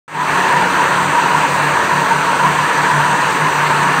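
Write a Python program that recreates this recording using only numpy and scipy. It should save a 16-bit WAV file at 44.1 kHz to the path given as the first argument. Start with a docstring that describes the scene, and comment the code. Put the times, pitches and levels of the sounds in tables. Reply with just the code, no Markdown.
"""A big mill hall, where long ring-spinning frames run at constant speed.
Countless rollers, belts and gears merge into a dense roar; steel travellers hiss by sliding friction
on their rings, and bearings whine thinly. Rows of spindles turn at slightly unequal rates, so their
hums beat, while the drives force the frame's resonances into a surging whirr near 1 kHz.
The sound fades in at the start."""
import sys
import numpy as np
from scipy import signal
from scipy.fft import rfft, irfft
from scipy.io import wavfile
from scipy.ndimage import uniform_filter1d, minimum_filter1d

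SR = 44100
rng = np.random.default_rng(int(sys.argv[2]) if len(sys.argv) > 2 else 0)


def int16_out(signal):
    """Quantize to a 16-bit WAV file."""
    q = np.round(np.clip(np.atleast_2d(signal).T, -1, 1) * 32767)
    wavfile.write(sys.argv[1], SR, q.astype(np.int16))


N = 176400
TIME = np.arange(N) / SR
BINS_HZ = np.maximum(np.arange(N // 2 + 1) * SR / N, 1)


def from_db(db):
    """Amplitude ratio of a level in decibels."""
    return 10 ** (np.asarray(db) / 20)


def unit_rms(x):
    """Normalisation to an rms of one."""
    return x / np.sqrt(np.mean(x ** 2) + 1e-20)


def filtered_noise(gain):
    """Linear filtering: white noise weighted by a gain at each frequency, at unit rms."""
    return unit_rms(irfft(rfft(rng.standard_normal(N)) * gain, N))


def drift(rate_hz):
    """Low-pass noise: a random fluctuation of unit rms, mostly slower than rate_hz."""
    return filtered_noise(1 / (1 + (BINS_HZ / rate_hz) ** 2))


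def flickering_noise(spectrum, flicker_db, flicker_hz=5.8, bands=22):
    """Noise of a given spectral density, each band under its own random amplitude modulation."""
    hz, db = np.transpose(spectrum)
    density = from_db(np.interp(np.log(BINS_HZ), np.log(hz), db))
    shaped = rfft(rng.standard_normal(N)) * density * np.sqrt(SR / 2)
    band = np.digitize(BINS_HZ, np.geomspace(200, 13000, bands - 1))
    return sum(irfft(shaped * (band == k), N) * from_db(flicker_db * drift(flicker_hz))
               for k in range(bands))


def resonances(modes):
    """Random excitation: each resonance passes a narrow band of noise around its frequency."""
    return sum(from_db(db) * filtered_noise(1 / (1 + ((BINS_HZ - hz) / (width * np.pi / 4)) ** 2))
               for hz, width, db in modes)


def swells(rows):
    """An envelope of Gaussian rises that add in power, each length taken at half amplitude."""
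    rises = (from_db(db) * .5 ** ((2 * (TIME - centre) / length) ** 2) for centre, length, db in rows)
    return np.sqrt(sum(rise ** 2 for rise in rises))


def wavering_tone(hz, waver_hz, rate_hz):
    """Random frequency modulation: a sine whose pitch strays by waver_hz rms."""
    pitch_hz = hz + waver_hz * drift(rate_hz)
    return unit_rms(np.sin(2 * np.pi * np.cumsum(pitch_hz) / SR))


def hall_roar(flutter_db=0.72, flutter_hz=35):
    """Incoherent addition: countless rollers, belts and gears blur into broadband noise in the hall."""
    # Spectrum of the roar. Each row: frequency in Hz, spectral density level in dB.
    spectrum = [(20, -98), (45, -98), (68, -64), (110, -60), (165, -54), (225, -56.5), (270, -53),
                (335, -54.5), (380, -51), (410, -52), (500, -51.5), (650, -52), (820, -50.5), (1100, -49.5),
                (1250, -48), (1400, -46.5), (1620, -47.4), (1740, -46.5), (1880, -49.5), (2000, -53.5),
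                (2450, -56), (2700, -55.3), (2950, -60), (3450, -66.5), (5000, -85), (9000, -105)]
    # Slow rise and fall of the roar. Each row: time in seconds, gain in dB.
    level_curve = [(.3, 0.5), (.55, 0.9), (.8, 0.1), (1.1, -0.1), (1.55, 0), (1.8, 0.2), (2.1, 0),
                   (2.27, -.8), (2.5, 0), (2.95, .2), (3.3, -0.8), (3.6, -0.5), (3.8, -0.1), (4, 0)]
    gain_db = np.interp(TIME, *np.transpose(level_curve)) + flutter_db * drift(flutter_hz)
    return from_db(gain_db) * flickering_noise(spectrum, flicker_db=1.34)


def travellers(flutter_db=0.38, flutter_hz=35):
    """Sliding friction: steel clips race round their rings with a slightly fluttering hiss."""
    # Spectrum of the hiss. Each row: frequency in Hz, spectral density level in dB.
    spectrum = [(2000, -81), (3400, -68), (4050, -64.5), (4620, -67), (5000, -73.5), (5380, -75),
                (5900, -70), (7300, -69.5), (7750, -69), (8200, -66.5), (8600, -68), (8950, -71.5),
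                (9180, -72.5), (9600, -83), (10700, -89), (12000, -86), (13600, -80.5), (15500, -84)]
    return from_db(flutter_db * drift(flutter_hz)) * flickering_noise(spectrum, flicker_db=0.84)


def bearings(gain_db=0.5):
    """Narrow-band noise has a pitch but no steady amplitude: the bearings whine thinly and unevenly."""
    # Bearing whines. Each row: frequency in Hz, width in Hz, relative level in dB.
    whines = [(1490, 5, -39), (1668, 5, -41), (4050, 30, -53), (5900, 55, -48), (5914, 10, -52),
              (6030, 45, -48), (6042, 5, -52), (6115, 35, -53), (6191, 8, -52), (6344, 22, -52.5),
              (6795, 20, -55), (6890, 90, -55), (8576, 20, -55)]
    return from_db(gain_db) * resonances(whines)


def spindles(per_bank=16):
    """Beating: each spindle hums at its own turning rate, so a bank drifts in and out of phase."""
    # Banks of spindles. Each row: mean turning rate in Hz, its standard deviation in Hz, level in dB.
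    banks = [(146.7, 3.5, -37), (181.8, 3, -33.5), (279, 7.8, -39), (297.4, 5, -41.5), (453.5, 7, -37.5),
             (75, 1.28, -56), (103, 1.7, -48.5)]
    hum = np.zeros(N)
    for hz, spread_hz, db in banks:
        rates_hz = hz + spread_hz * rng.standard_normal(per_bank)
        phases = rng.random(per_bank)
        bank = sum(np.sin(2 * np.pi * (rate * TIME + phase)) for rate, phase in zip(rates_hz, phases))
        hum += from_db(db) * unit_rms(bank)
    return hum


def near_spindles(gain_db=-4):
    """Amplitude modulation: the beating of the closest spindles is heard as one throbbing tone."""
    # Swells of the hum. Each row: centre in seconds, length in seconds, relative peak level in dB.
    throbs = [(0.2, 0.18, -22.5), (0.54, 0.13, -26.5), (0.82, 0.11, -24.0), (0.95, 0.11, -26.5),
              (1.09, 0.095, -23), (1.23, 0.1, -26), (1.36, 0.11, -23), (1.52, 0.071, -21),
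              (1.65, 0.13, -22.5), (1.98, 0.089, -19), (2.19, 0.085, -23), (2.32, 0.051, -32),
              (2.48, 0.11, -19), (2.64, 0.099, -25.5), (2.81, 0.088, -20), (2.98, 0.091, -16.5),
              (3.11, 0.057, -19.5), (3.26, 0.063, -22), (3.45, 0.069, -17), (3.61, 0.12, -21.5),
              (3.93, 0.37, -23)]
    return from_db(gain_db) * swells(throbs) * wavering_tone(149.3, waver_hz=2.0, rate_hz=5.04)


def drives(steady_db=-19, surge_db=-3.5, averaging_s=0.27):
    """Forced vibration: the drives keep the frame whirring, and in surges sing out as a wavering tone."""
    # Resonances of the frame. Each row: frequency in Hz, width in Hz, relative level in dB.
    frame_modes = [(901, 43, -4.5), (959, 81, 0), (1080, 99, -3)]
    # Surges of the whirr. Each row: centre in seconds, length in seconds, relative peak level in dB.
    surges = [(0.194, 0.076, -9.5), (0.417, 0.038, -12.5), (0.463, 0.028, -14), (0.528, 0.05, -9.5),
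              (0.572, 0.014, -8), (0.629, 0.033, -13.5), (0.808, 0.068, -10.5), (0.917, 0.044, -13.0),
              (0.986, 0.024, -15), (1.187, 0.043, -10.5), (1.26, 0.012, -9), (1.351, 0.011, -4.5),
              (1.446, 0.024, -9.5), (1.928, 0.076, -12.5), (1.974, 0.017, -15), (2.123, 0.022, -8.5),
              (2.289, 0.039, -14), (2.451, 0.082, -9.5), (2.603, 0.031, -13.5), (2.783, 0.052, -14),
              (2.91, 0.1, -13), (3.035, 0.17, -14.5), (3.145, 0.039, -13), (3.227, 0.017, -12),
              (3.471, 0.029, -11.5), (3.722, 0.03, -10), (3.823, 0.033, -14), (3.875, 0.021, -10)]
    whirr = resonances(frame_modes)
    running_power = np.abs(uniform_filter1d(whirr ** 2, int(averaging_s * SR)))
    steady = whirr / np.sqrt(running_power + 1e-12)
    singing = swells(surges) * wavering_tone(972, waver_hz=46.05, rate_hz=30)
    return from_db(steady_db) * steady + from_db(surge_db) * singing


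def scene():
    """Superposition: the sounds of all the machinery add at one point in the aisle."""
    return (spindles() + near_spindles() + drives() + hall_roar() + travellers() + bearings())[None]


def record(dry):
    """Gain control and filtering: a fade-in, a peak limiter and a steep low-pass."""
    start_s, fade_s, floor = .079, .23, from_db(-19)
    ramp = np.clip((TIME - start_s) / fade_s, 0, 1) ** 1.42
    faded = dry * (TIME >= start_s) * (floor + (1 - floor) * ramp)
    ceiling, window = .88, int(.004 * SR)
    needed_gain = ceiling / np.maximum(np.abs(faded), ceiling)
    smooth_gain = uniform_filter1d(minimum_filter1d(needed_gain, window), window)
    low_pass = signal.ellip(12, .1, 90, 15600, fs=SR, output="sos")   # cuts above 15.6 kHz
    return signal.sosfilt(low_pass, faded * smooth_gain)


dry = scene()
out = record(dry)
int16_out(out)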